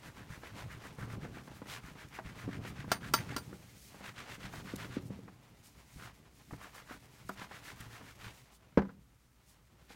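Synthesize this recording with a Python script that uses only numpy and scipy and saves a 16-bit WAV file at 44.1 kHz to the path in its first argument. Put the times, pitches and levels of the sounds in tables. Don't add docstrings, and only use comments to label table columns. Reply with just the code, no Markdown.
import sys
import numpy as np
from scipy import signal
from scipy.fft import rfft, irfft, next_fast_len
from scipy.io import wavfile
from scipy.ndimage import map_coordinates

SR = 44100
rng = np.random.default_rng(int(sys.argv[2]) if len(sys.argv) > 2 else 0)


def waveform_to_disk(signal):
    frames = np.transpose(np.atleast_2d(signal))
    scaled = np.clip(frames, -1, 1) * 32767
    samples = np.round(scaled).astype(np.int16)
    wavfile.write(sys.argv[1], SR, samples)


N = 438794

# time in seconds, relative rumble level in dB.
HAND_PUSH = [(0.0, -60), (0.53, -57.5), (1.19, -49.5), (1.41, -56), (2.19, -60), (2.46, -50), (3.38, -51.5),
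             (3.77, -62.5), (4.29, -61.5), (4.49, -54), (4.99, -52), (5.15, -51), (5.35, -61.5),
             (5.51, -66), (8.12, -64), (8.29, -66), (8.53, -72), (8.84, -66), (9.2, -74.5), (9.95, -69)]
# pitch in Hz, level in dB, seconds to fade by 60 dB.
BENCH_SWAY = [(70, -21.5, 0.2)]


def amp(db):
    return 10 ** (np.asarray(db) / 20)


def unit(x):
    return x / np.sqrt(np.mean(x ** 2) + 1e-20)


def along(points, hz):
    known_hz, values = np.transpose(points)
    return np.interp(np.log(hz + 1), np.log(known_hz + 1), values)


def curve(rows):
    return np.interp(np.arange(N) / SR, *np.transpose(rows))


def wobble(rate):
    points = rng.standard_normal(int(N * rate / SR) + 4)
    return map_coordinates(points, [np.arange(N) * rate / SR])


def tint(x, tone):
    size = next_fast_len(len(x) + 8192)
    gain = amp(along(tone, np.fft.rfftfreq(size, 1 / SR)))
    return unit(irfft(rfft(x, size) * gain, size)[:len(x)])


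def grainy(rate, spread_db):
    hit = rng.random(N) < rate / SR
    return unit(hit * rng.standard_normal(N) * amp(spread_db * np.clip(rng.standard_normal(N), -2, 2)))


def add(track, start, sound):
    part = track[max(round(start * SR), 0):][:len(sound)]
    part += sound[:len(part)]


def ring(notes, t, vary_db):
    return sum(amp(db + vary_db * rng.standard_normal() - 60 * t / fade_s) * np.sin(2 * np.pi * hz * t)
               for hz, db, fade_s in notes)


def burst(tone, t, fade_s):
    return tint(rng.standard_normal(len(t)), tone) * amp(-60 * t / fade_s)


def strokes(pull_db=-1, pull_hiss_db=-3.5, vary_db=0.66, speed_vary=0.04):
    # start and end in seconds, number of strokes, relative swish and
    # zip levels in dB, base pitch of the zip in Hz, growth over the spell in dB.
    spells = [(0.005, 0.925, 7, -62.5, -55, 1622, 4.5), (0.963, 1.083, 1, -63, -49.5, 1559, 0),
              (1.061, 1.435, 3, -61.5, -55, 1551, 0), (1.486, 1.64, 1, -67.5, -66, 1388, -3),
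              (1.65, 1.81, 1, -48.5, -62, 1826, 0), (1.808, 2.084, 2, -60, -56.5, 1600, 5),
              (2.09, 3.383, 10, -56.5, -52.5, 1702, 3), (4.007, 5.009, 8, -53, -53.5, 1691, 1),
              (5.945, 6.133, 1, -58.5, -59.5, 1292, 0), (6.569, 6.996, 3, -58.5, -55.5, 1397, -1),
              (7.349, 8.15, 6, -57, -55.5, 1653, -6), (8.171, 8.337, 1, -53, -68, 1465, 0),
              (9.874, 9.96, 1, -59.5, -63, 2194, -2)]
    moves = []
    for start, end, count, swish_db, zip_db, hz, growth_db in spells:
        turns = np.linspace(start, end, count + 1)
        for k in range(count):
            pull = k % 2
            effort_db = growth_db * ((k + .5) / count - .5) + pull_db * pull
            effort_db += vary_db * rng.standard_normal()
            top_hz = hz * (1 + speed_vary * rng.standard_normal())
            moves.append((turns[k], turns[k + 1], swish_db + effort_db, zip_db + effort_db,
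                          top_hz, pull_hiss_db * pull))
    return moves


def swing(start, end):
    return np.sin(np.linspace(0, np.pi, max(round((end - start) * SR), 2))).clip(0, 1)


def slide(travel, tone):
    return map_coordinates(tint(rng.standard_normal(N), tone), [travel], order=5, mode="wrap")


def rubbing(moves, turn_speed=0.55, rib_hz=1700, pitch_factor=1.08, grit_db=2.5):
    # frequency in Hz, level in dB.
    weave_tone = [(150, 1), (400, 0.5), (750, -1.5), (1150, 3.5), (1700, 2), (2400, 1.5), (3300, -0.5),
                  (5000, -7), (8000, -14.5), (14000, -30.5)]
    rib_tone = [(500, -20.5), (1000, -9.5), (1400, -4), (1700, -3), (1950, -5), (2600, -15), (4000, -40.5)]
    speed, swish, zips = np.full(N, turn_speed), np.zeros(N), np.zeros(N)
    for start, end, swish_db, zip_db, top_hz, _ in moves:
        arc = swing(start, end)
        add(speed, start, arc * (pitch_factor * top_hz / rib_hz - turn_speed))
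        add(swish, start, amp(swish_db + 0.8) * arc ** 0.84)
        add(zips, start, amp(zip_db + 0.55) * arc ** 2.2)
    travel = np.cumsum(np.clip(speed * (1 + .05 * wobble(60)), .1, 2))
    grit = amp(grit_db * wobble(220))
    return grit * (swish * slide(travel, weave_tone) + zips * slide(travel, rib_tone))


def push_at(time):
    return np.interp(time, *np.transpose(HAND_PUSH))


def padding(moves, ribs_per_stroke=2, rib_db=9.5, scatter_s=0.01516, sway_db=6):
    # frequency in Hz, level in dB.
    rumble_tone = [(20, -30), (40, -21.5), (58, -6.5), (85, -3), (118, 2), (160, -2), (240, -7.5),
                   (340, -12.5), (600, -21), (1200, -34.5), (3000, -58), (8000, -83)]
    # start in seconds, relative level in dB.
    edge_bumps = [(0.303, -34.5), (0.618, -43), (1.015, -36.5), (1.841, -37), (2.255, -34), (4.447, -36),
                  (4.582, -35), (5.96, -34), (6.05, -43), (6.526, -33), (7.25, -44), (7.803, -37.5),
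                  (7.865, -43), (8.265, -42)]
    # pitch in Hz, level in dB, seconds to fade by 60 dB.
    seat_notes = [(62, -17, 0.21), (114, 0, 0.07), (154, -3, 0.085), (248, -9, 0.047)]
    out = tint(grainy(rate=2700, spread_db=3.5), rumble_tone)
    out *= amp(curve(HAND_PUSH) + 1.5 + 2.4 * wobble(30))
    t = np.arange(SR // 4) / SR
    rib_times = [start + (end - start) * (k + .5) / ribs_per_stroke + scatter_s * rng.standard_normal()
                 for start, end, *_ in moves for k in range(ribs_per_stroke)]
    rib_bumps = [(time, push_at(time) + rib_db) for time in rib_times]
    for start, db in edge_bumps + rib_bumps:
        thump = ring(seat_notes, t, vary_db=3.5) + amp(sway_db) * ring(BENCH_SWAY, t, vary_db=2.5)
        add(out, start, amp(db) * thump * (1 - np.exp(-t / 0.0035)))
    return out


def stroke_swell(moves, turn_db=-7, lift_db=10):
    swell_db = np.zeros(N)
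    for start, end, *_, hiss_db in moves:
        add(swell_db, start, turn_db + (lift_db + hiss_db) * swing(start, end))
    return swell_db


def folds(moves):
    # time in seconds, relative level in dB.
    hiss_levels = [(0.0, -68), (0.77, -66), (1.33, -71), (1.8, -67), (2.77, -70), (3.16, -62.5), (3.3, -63),
                   (3.49, -67.5), (4.16, -66), (4.68, -63), (4.88, -63), (5.1, -74.5), (5.37, -77.5),
                   (5.74, -72.5), (6.04, -67.5), (6.15, -72.5), (6.29, -77), (6.54, -67), (6.76, -64),
                   (7.09, -70.5), (7.57, -63), (8.4, -66.5), (8.56, -83.5), (9.48, -79), (9.78, -81),
                   (9.95, -68)]
    # frequency in Hz, level in dB.
    fibre_tone = [(100, -7), (400, -18.5), (1000, -7), (2100, 9.5), (3000, 4.5), (6500, 4.5), (10000, 0.5),
                  (15500, -2.5)]
    hiss = tint(rng.standard_normal(N) + 0.36 * grainy(rate=1200, spread_db=8), fibre_tone)
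    return hiss * amp(curve(hiss_levels) + 3 + stroke_swell(moves) + 1.6 * wobble(40))


def sleeve(moves):
    # time in seconds, relative level in dB.
    rustle_levels = [(0.0, -61.5), (1.22, -59.5), (2.08, -66), (2.63, -61), (3.18, -60.5), (3.82, -70.5),
                     (4.27, -59.5), (4.82, -59.5), (5.15, -68), (6.48, -72), (6.73, -69), (6.9, -66),
                     (8.09, -62.5), (8.48, -72), (9.39, -79), (9.95, -71.5)]
    # frequency in Hz, level in dB.
    flannel_tone = [(100, -8.5), (300, 0), (600, 0), (900, 1), (1700, -3.5), (2150, -4.5), (2700, -6),
                    (6000, -15.5), (15000, -31.5)]
    rustle = tint(grainy(rate=5000, spread_db=2), flannel_tone)
    return rustle * amp(curve(rustle_levels) + 0.82 + 0.26 * stroke_swell(moves) + 3.4 * wobble(22))


def rocking(moves, thump_db=2.5, clack_db=-7, vary_db=3):
    # start in
    # seconds, relative thump and clack levels in dB.
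    clear_knocks = [(0.434, -55.5, -53.5), (1.249, -44, -57), (1.477, -52, -53.5), (1.617, -45.5, -52.5),
                    (2.1866, -46, -44), (3.527, -44.5, -55), (3.943, -54, -59.5), (4.006, -51.5, -56.5),
                    (4.536, -51, -51), (4.736, -35, -59), (4.967, -38, -69), (5.103, -40.5, -65),
                    (5.189, -46, -76), (5.279, -50, -55), (6.508, -65, -52), (6.533, -44.5, -51.5),
                    (6.908, -55, -51.5), (7.292, -42, -42), (7.415, -49, -50), (7.51, -65, -50),
                    (8.009, -60, -56), (8.8917, -52, -56), (9.903, -52.5, -59)]
    taps = []
    for start, end, *_ in moves:
        time = rng.uniform(start, end)
        push_db = push_at(time) + vary_db * rng.standard_normal()
        taps.append((time, push_db + thump_db, push_db + clack_db))
    return clear_knocks + taps


def knocks(hits, low_hz=155, high_hz=560):
    # pitch in Hz, level in dB, seconds to fade by 60 dB.
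    bench_notes = [(164.7, -30.5, 0.45), (197.8, -14, 0.22), (267, 2.5, 0.025), (272.5, -25.5, .18),
                   (345.5, -17, 0.13), (379, -18, 0.076), (457, -24, .11), (488, -6.5, .025)]
    # frequency in Hz, level in dB.
    clack_tone = [(80, -32), (300, -5), (700, 9), (1100, 5.5), (1600, 3.5), (2100, -4.5), (2800, -15),
                  (5500, -24), (9000, -42), (16000, -43)]
    thumps, sways, clacks = np.zeros((3, N))
    t = np.arange(SR // 2) / SR
    for start, thump_db, clack_db in hits:
        add(thumps, start, amp(thump_db + 5.5) * ring(bench_notes, t, vary_db=4))
        add(sways, start, amp(thump_db) * ring(BENCH_SWAY, t, vary_db=4))
        clack = burst(clack_tone, t, fade_s=0.06) * (1 - np.exp(-t / 0.00089))
        add(clacks, start, amp(clack_db + 8) * clack)
    band = signal.butter(4, [low_hz, high_hz], "bandpass", fs=SR, output="sos")
    return clacks + sways + signal.sosfilt(band, thumps)


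def whisks():
    # start in seconds, length in seconds, level in dB.
    flicks = [(1.634, 0.18, -55), (2.65, 0.074, -57.5), (3.714, 0.26, -60.5), (4.755, 0.014, -47),
              (5.039, 0.066, -64), (5.612, 0.11, -60.5), (5.849, 0.28, -63.5), (6.328, 0.092, -69),
              (6.73, 0.06, -58), (7.285, 0.0171, -50.5), (7.799, 0.018, -52), (8.497, 0.1, -64.5),
              (9.433, 0.14, -66.5)]
    # frequency in Hz, level in dB.
    flick_tone = [(500, -26), (3000, -2), (5000, 0.5), (8000, 0), (12500, -4), (16000, -7.5)]
    gain = np.zeros(N)
    for start, length, db in flicks:
        add(gain, start, amp(db) * np.hanning(round(length * SR)))
    return gain * tint(grainy(rate=12000, spread_db=1), flick_tone)


def clinks(flutter_db=1.5):
    # start in seconds, crack level in dB, ring level in dB.
    strikes = [(2.9167, -22, -30), (3.137, -19.5, -22), (3.364, -31, -37.5), (3.38, -39, -47.5)]
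    # pitch in Hz, level in dB, seconds to fade by 60 dB.
    steel_notes = [(914, -10.5, 0.13), (1150, -15.5, 0.16), (1372, 9.5, 0.038), (3840, -20, 0.08),
                   (4600, -15, 0.17), (4675, -2.5, 0.1), (4970, -11, 0.072), (5300, -15, 0.086),
                   (6200, -18.5, 0.16), (9243, -12.5, 0.16), (13350, -20, 0.13), (13600, -13, .1),
                   (14533, -19, .13), (15245, -18.5, .13)]
    # frequency in Hz, level in dB.
    crack_tone = [(60, -12.5), (200, 1), (700, -1.5), (1400, 1), (2200, -7.5), (3600, -9.5), (5200, -6),
                  (7000, -12.5), (9000, -12.5), (11500, -24.5), (13700, -14), (16000, -30)]
    out, t = np.zeros(N), np.arange(SR // 2) / SR
    for start, crack_db, ring_db in strikes:
        steel = ring(steel_notes, t, vary_db=2) * (1 - np.exp(-t / 0.0025))
        crack = burst(crack_tone, t, fade_s=0.054) * (1 - np.exp(-t / 0.00014))
        ring_gain = amp(ring_db + flutter_db * wobble(250)[:len(t)])
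        add(out, start, ring_gain * steel + amp(crack_db) * crack)
    return out


def landing(bounces=6, delay_s=0.013, gap_s=0.032, thump_db=-34, clack_db=-38, loss_db=9):
    # start in seconds, relative thump and clack levels in dB.
    thud = (8.7731, -14.5, -30)
    chatter = [(thud[0] + delay_s + k * gap_s, thump_db - k * loss_db, clack_db - k * loss_db)
               for k in range(bounces)]
    return [thud] + chatter


def garage_echo(x, delay_s=0.005):
    # frequency in Hz, seconds to fade by 60 dB.
    fade_times = [(100, 0.51), (400, 0.18), (1500, 0.17), (6000, 0.1), (15000, 0.095)]
    hz, t, bands = signal.stft(rng.standard_normal(SR // 2), SR, nperseg=256)
    fade = amp(-60 * t / along(fade_times, hz)[:, None])
    _, tail = signal.istft(bands * fade, SR, nperseg=256)
    echo = np.pad(tail / np.linalg.norm(tail), (round(delay_s * SR), 0))
    return signal.fftconvolve(x, echo)[:N]


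def scene():
    # frequency in Hz, level in dB.
    air_tone = [(20, -17), (40, -6), (60, 10.5), (85, -10), (170, -16), (350, -15.5), (700, -26.5),
                (1300, -18.5), (2200, -30.5), (5000, -32), (9000, -31.5), (15500, -32.5)]
    moves = strokes()
    near = rubbing(moves) + padding(moves) + folds(moves) + sleeve(moves) + whisks()
    near += knocks(landing() + rocking(moves)) + clinks()
    air = amp(-68.5) * tint(rng.standard_normal(N), air_tone)
    return (near + amp(-16.5) * garage_echo(near) + air)[None]


def record(dry, top_hz=15900):
    size = next_fast_len(N + 8192)
    kept = np.fft.rfftfreq(size, 1 / SR) < top_hz
    return irfft(rfft(dry, size) * kept, size)[..., :N]


dry = scene()
out = record(dry)
waveform_to_disk(out)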